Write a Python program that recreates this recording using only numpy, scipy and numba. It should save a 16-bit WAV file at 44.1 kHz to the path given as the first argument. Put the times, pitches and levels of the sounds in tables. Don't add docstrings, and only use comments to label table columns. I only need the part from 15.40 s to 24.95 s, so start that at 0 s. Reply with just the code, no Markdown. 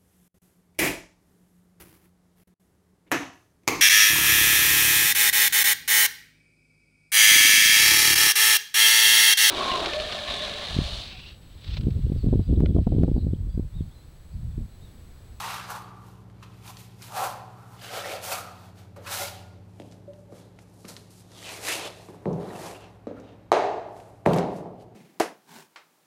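import sys
import numpy as np
from scipy import signal
from scipy.io import wavfile
from scipy.ndimage import uniform_filter1d
from numba import njit

SR = 44100
rng = np.random.default_rng(int(sys.argv[2]) if len(sys.argv) > 2 else 0)


def put_to_file(sound):
    columns = np.atleast_2d(sound).T
    safe = np.clip(columns, -1, 1)
    whole_steps = np.round(safe * 32767)
    wavfile.write(sys.argv[1], SR, whole_steps.astype(np.int16))


N = 421135

# (full_pressure_s, attack_s, hold_s, top_hiss_release_s, top_hiss_db,
# middle_hiss_over_top_db, blade_resonance_hz, blade_over_top_db)
TROWEL_STROKES = [(0.0, .1, 0.15, 0.26, -46.5, 5.5, 985, 8.5),
                  (0.303, 0.042, 0.007, 0.18, -43.5, -7.5, 990, 10),
                  (0.683, 0.44, .02, 0.3, -66, -2.5, 995, 8.5),
                  (1.029, .006, 0.0078, 0.027, -63, 13, 1000, 8),
                  (1.044, 0.26, 0.012, 0.78, -71.5, 7.5, 1080, 8),
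                  (1.285, 0.17, 0.0092, 0.14, -52.5, -4.5, 970, 0),
                  (1.405, 0.22, 0.0086, 0.21, -56, -3, 810, -15),
                  (1.628, 0.088, 0.039, 0.17, -51.5, -3, 960, -8.5),
                  (1.766, 0.1, 0.089, 0.18, -40.5, -5.5, 887, 7.5),
                  (2.122, 0.29, .1, 0.27, -72, 2, 1038, 12),
                  (2.33, 0.35, 0.018, 0.14, -63.5, -5, 1010, 8.5),
                  (2.432, 0.1, 0.023, 0.16, -51, 5.5, 684, 3.5),
                  (2.537, 0.13, 0.049, 0.24, -45, 5.5, 580, 8.5),
                  (2.696, 0.28, 0.05, 0.094, -47.5, 4.5, 615, 12.5),
                  (2.843, 0.061, 0.036, 0.15, -40, -6, 760, -3.5),
                  (2.92, 0.082, 0.0084, 0.16, -33.5, -9, 755, 3.5),
                  (3.255, 0.99, 0.0085, 0.13, -63.5, 0, 830, 10),
                  (3.377, 0.065, 0.018, 0.19, -64.5, 3, 754, 2),
                  (3.564, 0.011, 0.0069, 0.054, -61, -1, 606, 10.5),
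                  (3.67, 0.04, 0.0067, 0.06, -48.5, 8.5, 1120, 7.5),
                  (3.726, 0.099, 0.1, 0.18, -35.5, -3.5, 746, -3.5)]
# (pitch_hz, width_hz, relative_level_db)
BLADE_MODES = [(520, 230, 17), (745, 41, 12.5), (810, 56, 5.5), (904, 45, 6.5), (1026, 100, 13),
               (1160, 79, 14.5), (1326, 98, 11)]
# (start_s, length_s, first_hz, last_hz, width_hz,
# level_before_fades_db)
SINGING_STREAKS = [(0.29, 0.36, 1194, 1160, 25, -47.5), (2.423, 0.13, 2900, 2850, 200, -49),
                   (2.635, 0.074, 1740, 2500, 250, -40), (2.693, 0.042, 2350, 2350, 200, -41),
                   (2.911, 0.057, 2600, 2400, 250, -36.5), (2.913, 0.056, 4270, 4500, 350, -39.5),
                   (2.944, 0.19, 1270, 1260, 80, -43.5), (6.271, 0.091, 1800, 2900, 900, -29),
                   (7.102, 0.016, 1800, 2000, 200, -48), (7.085, .03, 4100, 3700, 300, -55),
                   (7.15, 0.02, 2620, 2750, 200, -49), (7.344, 0.029, 2700, 2750, 248, -49.5),
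                   (7.763, 0.032, 1400, 1370, 99, -50.5), (7.809, 0.18, 3760, 3620, 110, -71)]
# (second_db, thud_db, crack_db, body_echo_db, clatter_echo_db)
KNOCK_EVENTS = [(3.564, -45.5, 574, 314, -9, -39, -13, 10.5, 8),
                (4.399, -35, 620, 288, 0, -9, -13, -4, -33),
                (4.923, -35.5, 480, 252, -4, -10, -25, -6, -10),
                (5.188, -45, 700, 401, -5, -27, -18, -7, -6),
                (5.446, -39.5, 416, 190, 0.5, -28, -15, -4, 1),
                (6.686, -38.5, 334, 780, -2.5, -12, -25, 1.5, -2.5),
                (6.745, -38, 530, 785, -1, -24, -18, -16, -11),
                (6.856, -21.5, 406, 676, -2, -3.5, -11.5, 4, -15),
                (7.670, -21.5, 423, 292, -1, -20, -24, -6, -15.5),
                (7.711, -36, 320, 520, 7.5, -28, -30, -15, -32),
                (8.118, -3, 660, 480, -6, -42, -17, 1.5, -4.5),
                (8.861, -9, 734, 372, -5, -7.5, -6, 1, -15.5),
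                (8.873, -15, 595, 332, -4.5, -11, -14, -9, -12),
                (8.961, -14, 520, 312, -6.5, -12, -22, -3.5, -11),
                (9.258, -30, 620, 447, 0, -30, -32, -0.5, -31)]
# (pitch_hz, relative_level_db, t60_s)
STEEL_MODES = [(1190, 6, .03), (2250, 0, .012), (3950, -3, .01), (5750, -10, .008), (7400, -13, .007)]
# (full_load_s, attack_s, hold_s, top_hiss_release_s,
# top_hiss_db, middle_over_top_db, rumble_over_top_db)
FLOOR_DRAGS = [(4.403, 0.42, 0.13, 0.26, -69.5, -4, 0), (4.797, 0.33, .01, 0.16, -71, -6, -3),
               (4.963, 0.14, 0.011, 0.27, -61.5, -2, 1), (5.2, 0.43, 0.24, 0.72, -77.5, -8, 5),
               (5.213, .04, 0.013, 0.045, -65, -14, -8), (5.483, 0.0071, 0.0064, 0.089, -44, -1.5, -5.5),
               (5.523, 0.39, .01, 0.3, -55.5, -15, -5), (5.708, 0.024, 0.11, 0.05, -60, -33.5, -19),
               (5.98, 0.071, 0.064, 0.16, -57, -7, -17), (6.096, 0.31, 0.08, 0.05, -46.5, -1, -1.5),
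               (6.267, 0.11, 0.065, 0.17, -33.5, -4.5, -6.5), (6.403, 0.55, 0.072, 0.053, -45.5, -2, 7),
               (6.62, 0.65, 0.01, 0.38, -59, -15, 7), (7.066, 0.44, 0.098, 0.48, -61.5, -1, 19.5),
               (7.22, 0.23, 0.046, 0.27, -48, -4, 6.5), (7.792, 0.081, 0.035, 0.51, -75, 7, 22),
               (8.567, 0.17, 0.039, 0.51, -65, -11, 11), (8.857, 0.004, 0.12, 0.16, -55.5, 7.5, 24.5),
               (9.168, 0.22, 0.0075, 0.13, -61.5, -9, 5), (9.417, 0.066, 0.0091, 0.046, -67, 4, -1),]
# (start_s, level_db, pitch_hz)
GRIT_TICKS = [(0.8993, -51, 1790), (1.025, -46, 1290), (1.255, -45, 2960), (1.278, -35.5, 3660),
              (1.37, -34.5, 4200), (1.621, -37, 5950), (4.399, -41, 3170), (4.4188, -46, 2830),
              (4.5138, -48, 6220), (4.5224, -43, 5140), (4.734, -50, 3030), (5.1884, -41.5, 2060),
              (5.451, -38, 2330), (5.5656, -31.5, 4200), (5.777, -50, 7500), (5.803, -48, 7000),
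              (5.9175, -43, 5500), (6.027, -38, 3000), (6.585, -50, 10000), (6.93, -43.5, 6000),
              (7.215, -50, 1410), (7.257, -33, 870), (7.80, -47, 6000), (8.5643, -48, 1770),
              (8.6015, -45, 2490), (8.862, -32.5, 11100), (8.932, -33, 12000), (8.934, -25, 3200),
              (8.944, -35, 7500), (8.965, -33, 12500), (8.976, -33, 8500), (8.985, -25, 4470),
              (9.409, -52, 1910)]
# (start_s, relative_level_db, highest_mode_boost_db)
BOARD_TAPS = [(3.67, -46, 6), (3.80, -37, 22.5), (4.676, -39, -13), (4.89, -51.5, -4)]
# (pitch_hz, relative_level_db, t60_s)
BOARD_MODES = [(364, -4, 0.036), (580.5, -3.5, 0.095), (1420, -29, 0.11)]
# (delay_s, level_db)
WALL_ECHOES = [(.009, -5.5), (.016, -26.5), (.030, -17.5)]
# (frequency_hz, t60_s)
ROOM_DECAY = [(100, 0.6), (250, 1), (600, 1), (1200, 0.67), (2500, 0.69), (5000, 0.63), (8000, 0.29),
              (13000, 0.45)]
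# (time_s, cycle_rate_hz)
IDLE_SPEED = [(0, 15.17), (2.2, 15.13), (4.2, 14.9), (6, 14.84), (9.55, 14.6)]
# (time_s, level_db, fourth_order_db, sixth_order_db, eighth_order_db)
ENGINE_LEVEL = [(0, -49, 9, -14, 0.5), (1.2, -49, 10, -18, 2), (2.3, -51, -17, -18, 4.5),
                (2.7, -51.5, -20, 14, -3), (4.2, -49.5, -15, 14, -12), (4.5, -49, 0, -4, -2),
                (5.2, -53.5, 5, -3, 1), (5.8, -52.5, -10, 0, -3), (7.5, -52.5, 10, -12, -3),
                (9.55, -58.5, 8, 0, 10.5)]
# (order_number, relative_level_db)
EXHAUST_ORDERS = [(4, -16.5), (5, -13.5), (6, -13.5), (7, 0), (8, -4), (9, -12.5), (11, -18.5), (12, -4),
                  (14, -15), (16, -16), (20, -16.5), (24, -18.5), (25, -18.5), (29, -17)]
# (frequency_hz, relative_density_db_per_hz)
OUTDOOR_SPECTRUM = [(30, 1), (60, -1.5), (130, -4.5), (270, -4.5), (400, -8), (800, -12.5), (1400, -44.5),
                    (4000, -60), (12000, -35), (15000, -54)]

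FADE_DB = 30
LINGER_MIDDLE, LINGER_BLADE, LINGER_FLOOR = 1.51, 1, 1.36
BLADE_WIDTH_HZ = 340
UPPER_MODES_DB = -9
THUD_HZ, SPRAY_DB, OUTDOOR_DB = 168, -12.5, -58
TOP_HZ = 15520


def trowel():
    top_db, middle_db, stroke_hz, blade_db = np.transpose(TROWEL_STROKES)[4:]
    blade_power = swell(TROWEL_STROKES, top_db + blade_db, LINGER_BLADE) + 1e-30
    grip_hz = (gain(blade_power * stroke_hz[:, None]) / gain(blade_power)) ** 2

    sand = grit(rate=2500, scatter_db=3.0, paste_db=-0.1)
    top = level(between(sand, 4200, 14500))
    middle = level(between(sand, 1300, 4200))
    contact = undb(-12.0) * wandering(sand, 2400, 370)
    middle = level(middle + contact + undb(-4) * pebbles(120, 1270, 5050))
    top_gain = gain(swell(TROWEL_STROKES, top_db))
    middle_gain = gain(swell(TROWEL_STROKES, top_db + middle_db, LINGER_MIDDLE))
    hiss = top_gain * top - middle_gain * middle

    modes = level(sum(level(band(sand, hz, width_hz), db) * undb(4.6 * walk(14))
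                      for hz, width_hz, db in BLADE_MODES))
    modes = modes + level(between(sand, 250, 1170), -5.5)
    gripped = level(svf(svf(modes, grip_hz, BLADE_WIDTH_HZ), grip_hz, 3 * BLADE_WIDTH_HZ))
    blade = gripped + undb(UPPER_MODES_DB) * level(band(modes, 1286, 240))
    return hiss, gain(blade_power) * blade


def streaks():
    out = np.zeros(N)
    for s, length_s, first_hz, last_hz, width_hz, db in SINGING_STREAKS:
        progress = np.linspace(0, 1, int(length_s * SR))
        hz = first_hz + (last_hz - first_hz) * progress
        tone = level(svf(rng.standard_normal(len(progress)), hz, 1. * width_hz), db)
        add(out, s, tone * np.minimum(6 * progress, 1) * (1 - progress) ** .5)
    return out


def knocks():
    out, sent = np.zeros(N), np.zeros(N)
    t = np.arange(SR // 10) / SR
    thud = blow(THUD_HZ, 0.68) + 0.15 * blow(65, 1.5)
    steel = sum(undb(mode_db - 60 * t / t60) * np.sin(2 * np.pi * hz * t)
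                for hz, mode_db, t60 in STEEL_MODES)
    clatter = blow(1210, 2.02) + 0.41 * blow(4800, 2.0) + undb(-25) * steel
    for s, db, hz, second_hz, second_db, thud_db, crack_db, echo_db, clatter_db in KNOCK_EVENTS:
        body = blow(hz, 0.86) + undb(second_db) * blow(second_hz, 0.88) + undb(thud_db) * thud
        crack = undb(crack_db) * blow(1980, 0.74)
        rattle = between(rng.standard_normal(len(t)), 1500, 7100) * np.exp(-t / 0.0064)
        bright = undb(clatter_db - 19.5) * rattle + undb(clatter_db - 12) * steel
        add(out, s, undb(db) * (body + crack + bright))
        add(sent, s, undb(db) * (undb(echo_db) * body + undb(clatter_db) * clatter))
    return out, sent


def scuffs():
    top_db, middle_db, rumble_db = np.transpose(FLOOR_DRAGS)[4:]
    sand = grit(rate=1400, scatter_db=3.3, paste_db=1)
    top = level(between(sand, 4000, 11500))
    middle = level(between(sand, 1200, 4000))
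    rumble = level(between(sand, 300, 860))
    contact = undb(3) * wandering(sand, 2660, 700)
    middle = level(middle + contact + undb(1) * pebbles(90, 1104, 5020))
    top_gain = gain(swell(FLOOR_DRAGS, top_db))
    middle_gain = gain(swell(FLOOR_DRAGS, top_db + middle_db, LINGER_FLOOR))
    rumble_gain = gain(swell(FLOOR_DRAGS, top_db + rumble_db, LINGER_FLOOR))
    return top_gain * top - middle_gain * middle + rumble_gain * rumble


def ticks():
    out, t = np.zeros(N), np.arange(SR // 10) / SR
    for s, db, hz in GRIT_TICKS:
        spray = level(between(rng.standard_normal(len(t)), 630, 6500), SPRAY_DB) * np.exp(-t / 0.0087)
        upper = 0.21 * blow(min(1.7 * hz, TOP_HZ), 0.81)
        lower = 0.53 * blow(0.67 * hz, 0.68)
        add(out, s, undb(db) * (blow(hz, 0.66) + upper + lower + spray))
    return out


def board():
    out, t = np.zeros(N), np.arange(SR // 2) / SR
    for s, db, high_db in BOARD_TAPS:
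        ring = sum(undb(mode_db + (hz > 1000) * high_db - 60 * t / t60) * np.sin(2 * np.pi * hz * t)
                   for hz, mode_db, t60 in BOARD_MODES)
        soft_onset = 1 - np.exp(-t / 0.016)
        add(out, s, undb(db + 17.0) * ring * soft_onset)
    return out


def room(x):
    t = np.arange(int(1.4 * SR)) / SR
    hz, t60 = np.transpose(ROOM_DECAY)
    noise = rng.standard_normal(len(t))
    tail = 0
    for f in 60 * 2 ** np.arange(0, 8.4, 2 / 3):
        decay_s = np.interp(np.log(f), np.log(hz), t60)
        tail = tail + band(noise, f, f / 2) * undb(-60 * t / decay_s)
    tail *= np.clip((t - .004) / .012, 0, 1)
    tail /= np.sqrt(np.sum(tail ** 2))
    for s, db in WALL_ECHOES:
        tail[int(s * SR)] += undb(db)
    return signal.fftconvolve(x, tail)[:N]


def engine():
    cycles = np.cumsum(curves(IDLE_SPEED)[0]) / SR
    db, *swings_db = curves(ENGINE_LEVEL)
    swing_db = dict(zip((4, 6, 8), swings_db))
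    out = 0
    for order, order_db in EXHAUST_ORDERS:
        strength = undb(order_db + 1.3 * walk(1.5) + swing_db.get(order, 0))
        waver_rad = .05 * order * walk(1.5)
        start_rad = 2 * np.pi * rng.random()
        out = out + strength * np.sin(2 * np.pi * order * cycles + waver_rad + start_rad)
    return undb(db) * out


def outside():
    hz, density_db = np.transpose(OUTDOOR_SPECTRUM)
    out = 0
    for f in 35 * 2 ** np.arange(0, 9, .5):
        band_db = np.interp(np.log(f), np.log(hz), density_db) + 0.5 * walk(1.6)
        out = out + undb(band_db) * band(rng.standard_normal(N), f, f / 4.1)
    return level(out, OUTDOOR_DB)


def grit(rate, scatter_db, paste_db):
    size_db = scatter_db * np.minimum(rng.exponential(size=N), 4)
    clicks = (rng.random(N) < rate / SR) * rng.choice([-1, 1], N) * undb(size_db)
    paste = level(rng.standard_normal(N), paste_db)
    return level(level(clicks) + paste) * undb(1.1 * walk(60))


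def pebbles(rate, lo_hz, hi_hz):
    out, t = np.zeros(N), np.arange(SR // 50) / SR
    for when, pitch, softness, slide in rng.random((int(rate * N / SR), 4)):
        hz = lo_hz * (hi_hz / lo_hz) ** pitch
        ring = np.sin(2 * np.pi * hz * t * (1 + 8 * (slide - .5) * t))
        add(out, when * N / SR, undb(-14 * softness) * ring * t * np.exp(-t / 0.0024))
    return level(out)


def wandering(sand, hz, width_hz):
    centre_hz = hz * 2 ** (0.27 * walk(6))
    return level(svf(sand, centre_hz, 1. * width_hz)) * undb(5.7 * walk(19))


def blow(hz, share):
    y = 1. * (np.arange(SR // 10) == 0)
    for _ in range(4):
        y = band(y, hz, share * hz)
    return -y / np.abs(y).max()


def swell(table, db, linger=1):
    s, attack, hold, release = np.transpose(table)[:4, :, None]
    t = np.arange(0, N + 64, 64) / SR
    fade = np.maximum((s - t) / attack, np.maximum(t - s - hold, 0) / (release * linger))
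    return undb(2 * (db[:, None] - FADE_DB * fade))


def gain(power):
    return np.interp(np.arange(N) / 64, np.arange(power.shape[1]), np.sqrt(power.sum(axis=0)))


def walk(rate):
    k = int(SR / rate)
    steps = np.repeat(rng.standard_normal(N // k + 1), k)
    return 1.296 * uniform_filter1d(uniform_filter1d(steps, k), k)[:N]


@njit
def svf(x, hz, width):
    y, b, l = np.empty(len(x)), 0., 0.
    for i in range(len(x)):
        g, k = np.tan(np.pi * hz[i] / SR), width / hz[i]
        v = (b + g * (x[i] - l)) / (1 + g * (g + k))
        b, l, y[i] = 2 * v - b, l + 2 * g * v, k * v
    return y


def band(x, hz, width_hz):
    return svf(x, np.full(len(x), 1. * hz), 1. * width_hz)


def between(x, lo_hz, hi_hz):
    return signal.sosfilt(signal.butter(2, [lo_hz, hi_hz], "band", fs=SR, output="sos"), x)


def undb(db):
    return 10 ** (np.asarray(db) / 20)


def level(x, db=0):
    return x * undb(db) / np.sqrt(np.mean(x ** 2))


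def curves(table):
    s, *columns = np.transpose(table)
    return [np.interp(np.arange(N) / SR, s, c) for c in columns]


def add(out, s, sound):
    i = int(s * SR)
    out[i:i + len(sound)] += sound[:N - i]


def scene():
    hiss, blade = trowel()
    blows, echoed = knocks()
    feet, clicks, rings = scuffs(), ticks() + streaks(), board()
    sent = undb(-14.5) * hiss + undb(-9.5) * blade + undb(-15.5) * feet
    sent = sent + echoed + undb(-12.5) * clicks + undb(-7.0) * rings
    direct = hiss + blade + feet + blows + clicks + rings
    return (direct + room(sent) + engine() + outside())[None]


def record(dry):
    thin = signal.sosfilt(signal.butter(2, 45, "high", fs=SR, output="sos"), dry)
    return signal.sosfilt(signal.ellip(14, .2, 70, TOP_HZ, fs=SR, output="sos"), thin)


dry = scene()
out = record(dry)
put_to_file(out)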